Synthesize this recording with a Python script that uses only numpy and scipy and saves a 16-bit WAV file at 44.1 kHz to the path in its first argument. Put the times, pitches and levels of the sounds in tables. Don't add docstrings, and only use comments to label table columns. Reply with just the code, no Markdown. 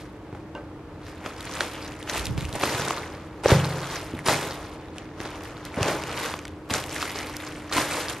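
import sys
import numpy as np
from scipy import signal
from scipy.fft import rfft, irfft, next_fast_len
from scipy.io import wavfile
from scipy.ndimage import uniform_filter1d, map_coordinates

SR = 44100
rng = np.random.default_rng(int(sys.argv[2]) if len(sys.argv) > 2 else 0)


def store_pcm(level_fs):
    pcm = np.round(np.clip(level_fs, -1, 1) * 32767).astype(np.int16)
    wavfile.write(sys.argv[1], SR, np.atleast_2d(pcm).T)


N = 361619
SECONDS = np.arange(N) / SR
SIDE = np.array([[1], [-1]])


def from_db(db):
    return 10 ** (np.asarray(db) / 20)


def rms_one(x):
    return x / np.sqrt(np.mean(x ** 2) + 1e-20)


def at_hz(points, hz):
    points = np.array(points)
    return np.interp(np.log(hz), np.log(points[:, 0]), points[:, 1])


def drift(rate_hz):
    r = np.exp(-40 * np.pi * rate_hz / SR)
    noise = rng.standard_normal(N // 20 + 4002)
    slow = signal.lfilter([1], [1, -2 * r, r * r], noise)[4000:]
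    return np.interp(np.arange(N) / 20, np.arange(len(slow)), rms_one(slow))


def ring(x, hz, t60):
    r, w = from_db(-60 / (t60 * SR)), 2 * np.pi * hz / SR
    return signal.lfilter([0, np.sin(w)], [1, -2 * r * np.cos(w), r * r], x + 1e-18)


def colour(x, spectrum):
    size = next_fast_len(N)
    hz = np.maximum(np.arange(size // 2 + 1) * SR / size, 1)
    return irfft(rfft(x, size) * from_db(at_hz(spectrum, hz)), size)[..., :N]


def passed(x, order, hz, kind):
    return signal.sosfilt(signal.butter(order, hz, kind, fs=SR, output="sos"), x)


def two_ports(x, lag_us):
    half = lag_us * SR / 10 ** 6 / 2
    return np.array([map_coordinates(x, [np.arange(N) - way * half], order=5, mode="nearest")
                     for way in (1, -1)])


# peak in seconds,
# foil crackle in dB, shell rubbing in dB before a 1 dB cut, swell and fade in seconds per 20 dB.
HAND_MOVES = [(0.0, -51.5, -59, .1, 0.2), (0.355, -58, -49, 0.13, 0.25), (0.563, -68, -38, 0.023, 0.15),
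              (1.088, -45, -60, 0.11, 0.16), (1.269, -42, -36, 0.087, 0.17), (1.58, -37.5, -39, 0.52, 0.64),
              (1.618, -32, -32, 0.033, 0.084), (1.856, -45.5, -43, 0.74, 0.19),
              (2.094, -39.5, -35.5, 0.017, 0.4), (2.18, -38, -36.5, 0.25, 0.25),
              (2.38, -42.5, -42.5, 0.016, 0.65), (2.559, -37, -32.5, 0.052, 0.047),
              (2.646, -32, -27, 0.11, 0.61), (2.82, -40, -36, 0.088, 0.27),
              (2.912, -38.5, -36.5, 0.22, 0.33), (3.437, -37, -29.5, 0.0031, 0.59),
              (3.509, -25.5, -18.5, 0.058, 0.14), (3.66, -40.5, -35, 0.25, 0.81),
              (3.949, -37.5, -39.5, 0.4, 0.28), (4.22, -51, -47, 1, 0.024),
              (4.264, -34.5, -28, 0.012, 0.21), (4.296, -25.5, -21, 0.041, 0.15),
              (4.43, -39, -34.5, 0.22, 0.62), (4.995, -49, -47, 0.14, 0.3), (5.214, -41, -40, 0.089, 1),
              (5.458, -42, -58, 0.037, 0.11), (5.662, -41.5, -74, 0.02, 0.078),
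              (5.775, -50, -27.5, 0.015, 0.47), (5.889, -27.5, -24, 0.14, 0.14),
              (6.263, -32.5, -33.5, 0.61, 0.22), (6.707, -37, -29.5, 0.016, 0.095),
              (6.754, -36.5, -29.5, 0.062, 0.2), (6.968, -40, -38.5, 0.24, 0.27),
              (7.019, -39.5, -37, 0.095, 0.42), (7.16, -40.5, -37, 0.017, 0.35),
              (7.449, -41.5, -43.5, 0.72, 1), (7.735, -29.5, -30.5, 0.024, 0.17),
              (7.779, -25, -24.5, 0.057, 0.15), (7.97, -32.5, -30.5, 0.24, 0.28),
              (8.1, -38, -40, 0.025, 0.19)]


def handling(column, rest_db):
    t, power = np.arange(0, N + 40, 40) / SR, from_db(2 * rest_db)
    for s, *levels_db, swell_s, fade_s in HAND_MOVES:
        loss_db = 20 * np.where(t < s, (s - t) / swell_s, (t - s) / fade_s)
        power = power + from_db(2 * (levels_db[column] - np.minimum(loss_db, 100)))
    return np.interp(SECONDS, t, 10 * np.log10(power))


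def busy(level_db):
    return np.clip((level_db + 58.5) / 11.0, 0, 1)


# time in seconds, added treble in dB.
TREBLE_DRIFT = [(0, 12), (1.6, -2.5), (2.3, 5.5), (2.9, -0.5), (3.8, 1), (4.5, 3), (5.3, -1.5), (6.2, -4.5),
                (6.75, 8), (7.2, 4), (7.5, -2), (8.2, 2)]
BRIGHT_DB, BRIGHT_FOLLOWS, BRIGHT_MAX_DB = 3, 0.71, 8.5


def foil_brightness(level_db):
    following = np.minimum(BRIGHT_DB + BRIGHT_FOLLOWS * (level_db + 43.5), BRIGHT_MAX_DB)
    return following + np.interp(SECONDS, *np.transpose(TREBLE_DRIFT))


HISS_SHARE = 0.6
CLUMPS_PER_S, CLUMP_FADE_S, CLUMP_DB = 38, 0.011, 12


def grains(per_s, spread_db, folding, count):
    sizes = from_db(spread_db * np.minimum(rng.exponential(1, N), 3.1)) * rng.choice([-1, 1], N)
    sizes = sizes / np.sqrt(uniform_filter1d(sizes ** 2, size=2000))
    born = rng.random(N) < per_s / SR
    dealt = rng.integers(0, count, N) == np.arange(count)[:, None]
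    hiss = rng.standard_normal((count, N)) * np.sqrt(HISS_SHARE * per_s / SR / count)
    chance = folding * 2 * CLUMPS_PER_S / (count + 1) / SR
    folds = rng.random((count // 2 + 1, N)) < chance
    kicks = folds * from_db(CLUMP_DB) * rng.uniform(0.67, 1.0, N)
    clumps = 1 + signal.lfilter([1], [1, -np.exp(-1 / (CLUMP_FADE_S * SR))], kicks + 1e-18)
    return clumps[np.arange(count) // 2] * (sizes * born * dealt + hiss)


# frequency in Hz, relative level in dB.
FOIL_TONE = [(290, -64), (500, -6), (748, -13), (1140, -6.5), (1470, -6.5), (2110, -6.5), (2810, -9.5),
             (6560, -14.5), (12200, -16.5), (15600, -26)]
CREASES_PER_S, CREASE_SPREAD_DB = 1100, 4.5
SETTLE_DB_PER_S = 92


def foil(level_db, bright_db):
    per_s = CREASES_PER_S * np.clip(from_db(0.66 * (level_db + 40)), .7, 6)
    stirred = np.clip(1 + np.gradient(level_db) * SR / SETTLE_DB_PER_S, 0, 1)
    active = stirred * busy(level_db)
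    folding = active * np.clip((-26 - level_db) / 12.0, 0, 1)
    creases = grains(per_s, active * CREASE_SPREAD_DB, folding, count=16)
    creases = creases / np.sqrt(per_s / CREASES_PER_S)
    pitches_hz = np.geomspace(900, 12000, 16)[7 * np.arange(16) % 16]
    for k, hz in enumerate(pitches_hz):
        ringing = rms_one(ring(creases[k], hz, 12.7 / hz)) * creases[k].std()
        creases[k] = 0.42 * creases[k] + ringing * (hz / 4000) ** 0.11
    patches = colour(creases.reshape(4, 4, N).sum(0), FOIL_TONE)
    patches /= np.sqrt(np.mean(patches.sum(0) ** 2))
    low = passed(patches, 1, 5000, "low")
    return from_db(level_db) * (low + from_db(bright_db) * (patches - low))


# frequency in Hz, broadness in Hz (60 dB decay in
# 1.416 / broadness seconds), level in dB.
SHELL_MODES = [(409, 418, 4.5), (566.5, 104, 0.5), (658, 205, 1.5), (810, 140, 0), (937, 840, 1.5)]


def shell(x):
    rings = sum((-1) ** k * from_db(db) * ring(x, hz, 1.416 / width)
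                for k, (hz, width, db) in enumerate(SHELL_MODES))
    return passed(rings, 2, 300, "high")


def rubbing(level_db):
    return from_db(level_db - 1.0) * rms_one(shell(grains(900, 2.6, folding=0, count=1)[0]))


# start in seconds, peak in dB, pitch in Hz, jolt to the shell's body in dB.
SHELL_CRACKS = [(0.327, -40, 780, -27), (0.349, -40, 780, -23), (0.5503, -35, 1890, -32),
                (1.2605, -17.5, 1410, -14.5), (1.6061, -4.5, 1630, -12.5), (2.1563, -19, 2000, -12),
                (2.2672, -15, 3500, -38), (2.377, -19, 2360, -20), (2.6344, -13.5, 1070, -3.5),
                (2.747, -17.5, 1790, -23), (2.8192, -18, 3000, -14), (2.8774, -22, 1526, -12),
                (2.9063, -12, 1060, -12), (3.436, -38, 1020, -31), (3.4585, -19, 1900, -1.5),
                (3.5155, -8.5, 1440, -10), (4.2617, -34, 1570, -12), (4.3294, -16, 1020, -25),
                (5.2555, -26, 2000, -15.5), (6.3385, -17.5, 1090, -14.5), (7.0259, -11.5, 1160, -24),
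                (7.1546, -24, 1130, -20), (7.711, -30, 1170, -24), (7.7807, -9.5, 1100, -11)]
# start in seconds, peak in dB, pitch in Hz.
FOIL_POPS = [(1.066, -33, 1620), (1.3818, -29, 2200), (1.406, -21, 3670), (1.5376, -21, 5500),
             (1.9197, -28.5, 2510), (2.027, -23, 3450), (2.0963, -14.5, 2050), (2.1939, -17, 4000),
             (2.2546, -12.5, 5500), (2.4073, -21, 3400), (2.4509, -21, 2820), (2.5271, -19, 3780),
             (2.611, -17.5, 2020), (2.635, -10, 3000), (2.798, -23, 980), (2.8494, -17, 3600),
             (4.2837, -6.5, 1050), (4.43, -21, 1480), (4.982, -21, 2800), (5.202, -19.5, 1730),
             (5.3038, -29, 4000), (5.435, -28, 4800), (5.651, -21, 4630), (5.8289, -8, 2470),
             (6.02, -20, 1450), (6.0362, -18, 2480), (6.071, -27, 6920), (6.093, -21.5, 1660),
             (6.127, -28, 2500), (6.237, -24, 6700), (6.251, -20, 1300), (6.259, -19, 2200),
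             (6.3896, -22.5, 2600), (6.452, -22, 1980), (6.479, -27, 3000), (6.698, -19.5, 1070),
             (6.7102, -15.5, 1770), (6.7445, -17, 2300), (6.8386, -18.5, 3200), (6.963, -25, 2650),
             (7.0175, -17, 2170), (7.0544, -22, 2100), (7.105, -20.5, 2420), (7.268, -25, 3500),
             (7.361, -28, 2120), (7.3662, -14.5, 5460), (7.9418, -18, 1150), (8.097, -31, 1110),
             (8.104, -21, 3070)]
POP_JOLT_DB = -33


def cracks():
    out, jolts, t = np.zeros(N), np.zeros(N), np.arange(2500) / SR
    run = t / 0.0014 * np.exp(1 - t / 0.0012) + 0.06 * np.exp(-t / 0.02)
    snaps = list(SHELL_CRACKS) + [(s, db, hz, db + POP_JOLT_DB) for s, db, hz in FOIL_POPS]
    bursts = rng.standard_normal((len(snaps), len(t))) * run
    bursts[:, 60] += 14.0
    for k, (s, peak_db, hz, body_db) in enumerate(snaps):
        wide = passed(bursts[k], 2, [0.9 * hz, min(2.83 * hz, 13000)], "band")
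        snap = rms_one(ring(wide, hz, 3.7 / hz)) + 1.1 * rms_one(wide)
        i = round(s * SR)
        out[i:i + len(t)] += (from_db(peak_db) * snap / np.abs(snap).max())[:N - i]
        jolts[i + 20] += from_db(body_db)
    return out + shell(jolts)


# start in seconds, level in dB, pitch in Hz, ring of the table modes in dB relative to that level.
KNOCKS_AND_BUMPS = [(0.328, -31, 318, -12.5), (2.195, -23, 60, -30), (2.304, -21, 124, -23),
                    (2.352, -23, 70, -30), (2.381, -21, 142, -13), (2.44, -22.5, 68, -30),
                    (2.48, -26, 72, -30), (2.53, -26, 100, -25), (2.633, -22, 695, -18),
                    (2.744, -25, 110, -26), (2.795, -21.5, 574, -14.5), (3.4584, -1.5, 500, -29),
                    (3.5183, -1.5, 398, -35), (3.522, -15, 105, 0.5), (3.552, -15, 135, -30),
                    (4.137, -19, 277, -19.5), (4.149, -24, 246, -29), (4.285, -22.5, 668, -7),
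                    (4.598, -32, 48.4, -32), (5.203, -22.5, 315, -21), (5.774, -18.5, 229, -21),
                    (5.787, -18, 423, -18), (5.811, -18, 110, -17.5), (6.713, -19.5, 246, -17),
                    (7.761, -22.5, 313, -16), (7.785, -17, 260, -29)]
# frequency in Hz, level in dB, 60 dB decay in seconds.
TABLE_MODES = [(92.8, -6.5, 0.68), (117, 2, 0.27), (135, -2.5, 0.97), (161.2, -5.5, 1), (197.3, -11, 0.53),
               (430, -16, 0.3), (530, -8, 0.29)]


def knocks_and_bumps():
    thuds, pushes, t = np.zeros(N), np.zeros(N), np.arange(4000) / SR
    for s, level_db, hz, ring_db in KNOCKS_AND_BUMPS:
        i = round(s * SR)
        swell = 1.69 * hz * t * np.exp(1 - 2.02 * hz * t)
        thuds[i:i + len(t)] -= from_db(level_db) * np.sin(2 * np.pi * hz * t) * swell
        pushes[i] -= from_db(level_db + ring_db)
    rings = sum(from_db(db) * ring(pushes, hz, t60) for hz, db, t60 in TABLE_MODES)
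    return from_db(-0.3 * SIDE) * thuds + rings


# start in seconds, end in seconds, pitch in Hz,
# 60 dB decay in seconds, level in dB relative to the foil under it.
LOOSE_PIECE = (7, 7.5, 2150, .004, -11)


def piece(rustle):
    start, end, hz, t60, db = LOOSE_PIECE
    progress = np.clip((SECONDS - start) / (end - start), 0, 1)
    held = rustle * np.sqrt(np.sin(np.pi * progress) + 1e-12)
    return from_db(db) * rms_one(np.gradient(ring(held, hz, t60))) * np.std(held)


# start in seconds, strength of the touch in dB.
DISH_TOUCHES = [(.551, -28.5), (.5705, -37)]
# frequency in Hz, level in dB, 60 dB decay in seconds.
DISH_MODES = [(584, -8.5, 0.5), (936, 0, 0.033), (1550, -10.5, 0.2), (2800, -9.5, 0.075)]


def dish():
    taps = np.zeros(N)
    for s, strength_db in DISH_TOUCHES:
        taps[round(s * SR)] = from_db(strength_db)
    return sum(from_db(db) * ring(taps, hz, t60) for hz, db, t60 in DISH_MODES)


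# time in seconds, how much later the left port hears
# that spot in microseconds, how far the foil spreads (factor on the patch lags).
HAND_SPOTS = [(0, 25, 1.06), (1.6, 28, 0.95), (2.7, 28, 0.93), (3.0, -1, 1.18), (4.3, 10, 0.82),
              (5.0, 43, 1.22), (5.8, -19, 1), (6.7, 12, 0.8), (7.8, 11, 0.82), (8.2, 18, 0.9)]
# how much later the left port hears it, in microseconds
PATCH_LAGS = [-35, -26.5, 31.5, 37.5]


def at_ports(patches, hands):
    s, spot_us, spread = np.transpose(HAND_SPOTS)
    near = two_ports(hands, np.interp(SECONDS, s, spot_us))
    widening = np.interp(SECONDS, s, spread)
    return near + sum(two_ports(x, us * widening) for x, us in zip(patches, PATCH_LAGS))


# start in seconds, length in seconds, level in dB before the lumps and the lean.
AIR_GUSTS = [(2.162, .42, -37)]
GUST_HZ, GUST_LUMP_DB = 110, 5.5
GUST_OWN, GUST_OWN_HZ = 0.91, 100
GUST_LEAN_DB = -3


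def gusts():
    swell = sum(from_db(db) * np.abs(np.sin(np.pi * np.clip((SECONDS - s) / length, 0, 1))) ** .5
                for s, length, db in AIR_GUSTS)
    shared, own = passed(rng.standard_normal((2, N)), 2, GUST_HZ, "low")
    own = passed(own, 2, GUST_OWN_HZ, "high")
    lumps = from_db(GUST_LUMP_DB * drift(22.0) + GUST_LEAN_DB * SIDE)
    return swell * lumps * rms_one(shared + GUST_OWN * SIDE * own)


ROOM_T60_S, ROOM_DB, WALL_CUT_HZ = 0.37, -26, 7300


def room(x):
    size = next_fast_len(N + SR)
    w = 2j * np.pi * np.arange(size // 2 + 1) * SR / size
    out = np.zeros((2, len(w)), complex)
    for k, lag in enumerate(rng.uniform(0.01, 0.072, 16)):
        loop = from_db(-60 * lag / ROOM_T60_S) * np.exp(-w * lag) / (1 + w / (2 * np.pi * WALL_CUT_HZ))
        out[k % 2] += loop / (1 - loop) * (-1) ** (k // 2)
    thin = w / (w + 2 * np.pi * 600)
    return irfft(out * thin * rfft(x, size), size)[:, :N]


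# frequency in Hz, relative level in dB.
AIR_TONE = [(18, -50), (30, 1), (126, -0.5), (202, -5), (225, -9), (307, -7), (369, -7.5), (432, -5),
            (639, -16), (945, -20), (1020, -21), (2300, -28.5), (2990, -32.5), (12900, -49.5), (15500, -67)]
# frequency in Hz, left-right likeness
PORT_LIKENESS = [(60, 1.1), (200, 1.03), (700, 0.54), (1300, 0.73), (2400, -0.17), (4400, -0.5),
                 (15000, 0.65)]
# frequency in Hz, sine height in dB before a 2 dB lift and the wavering.
FAN_TONES = [(85, -51.5), (252, -56.5), (300, -47.5), (323.5, -51)]
AIR_DB, FAN_LEAD = -42.5, 0.2


def room_tone():
    mid, side = rng.standard_normal((2, N))
    likeness = [(hz, np.clip(c, -.99, .9999)) for hz, c in PORT_LIKENESS]
    alike = [(hz, 10 * np.log10((1 + c) / 2)) for hz, c in likeness]
    apart = [(hz, 10 * np.log10((1 - c) / 2)) for hz, c in likeness]
    air = rms_one(colour(colour(mid, alike) + colour(side, apart) * SIDE, AIR_TONE))
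    tones = 0
    for k, (hz, db) in enumerate(FAN_TONES):
        height = from_db(db + 2.0 + 2.0 * drift(0.42))
        phase = 2 * np.pi * hz * SECONDS + drift(3.8)
        tones = tones + height * np.sin(phase + (-1) ** k * FAN_LEAD / 2 * SIDE)
    return from_db(AIR_DB) * air + tones


FOIL_REST_DB, RUB_REST_DB = -62.5, -48


def scene():
    foil_db = handling(column=0, rest_db=FOIL_REST_DB)
    rub_db = handling(column=1, rest_db=RUB_REST_DB)
    patches = foil(foil_db, foil_brightness(foil_db))
    rustle = patches.sum(0)
    hands = cracks() + rubbing(rub_db) + dish() + piece(rustle)
    near = at_ports(patches, hands) + knocks_and_bumps() + gusts()
    return near + from_db(ROOM_DB) * room(rustle + hands) + room_tone()


MIC_LOW_HZ, CUTOFF_HZ = 51.7, 15800


def record(dry):
    rounded = 1.2 * np.tanh(passed(dry, 2, MIC_LOW_HZ, "high") / 1.2)
    return signal.sosfilt(signal.cheby2(14, 60, CUTOFF_HZ, fs=SR, output="sos"), rounded)


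dry = scene()
out = record(dry)
store_pcm(out)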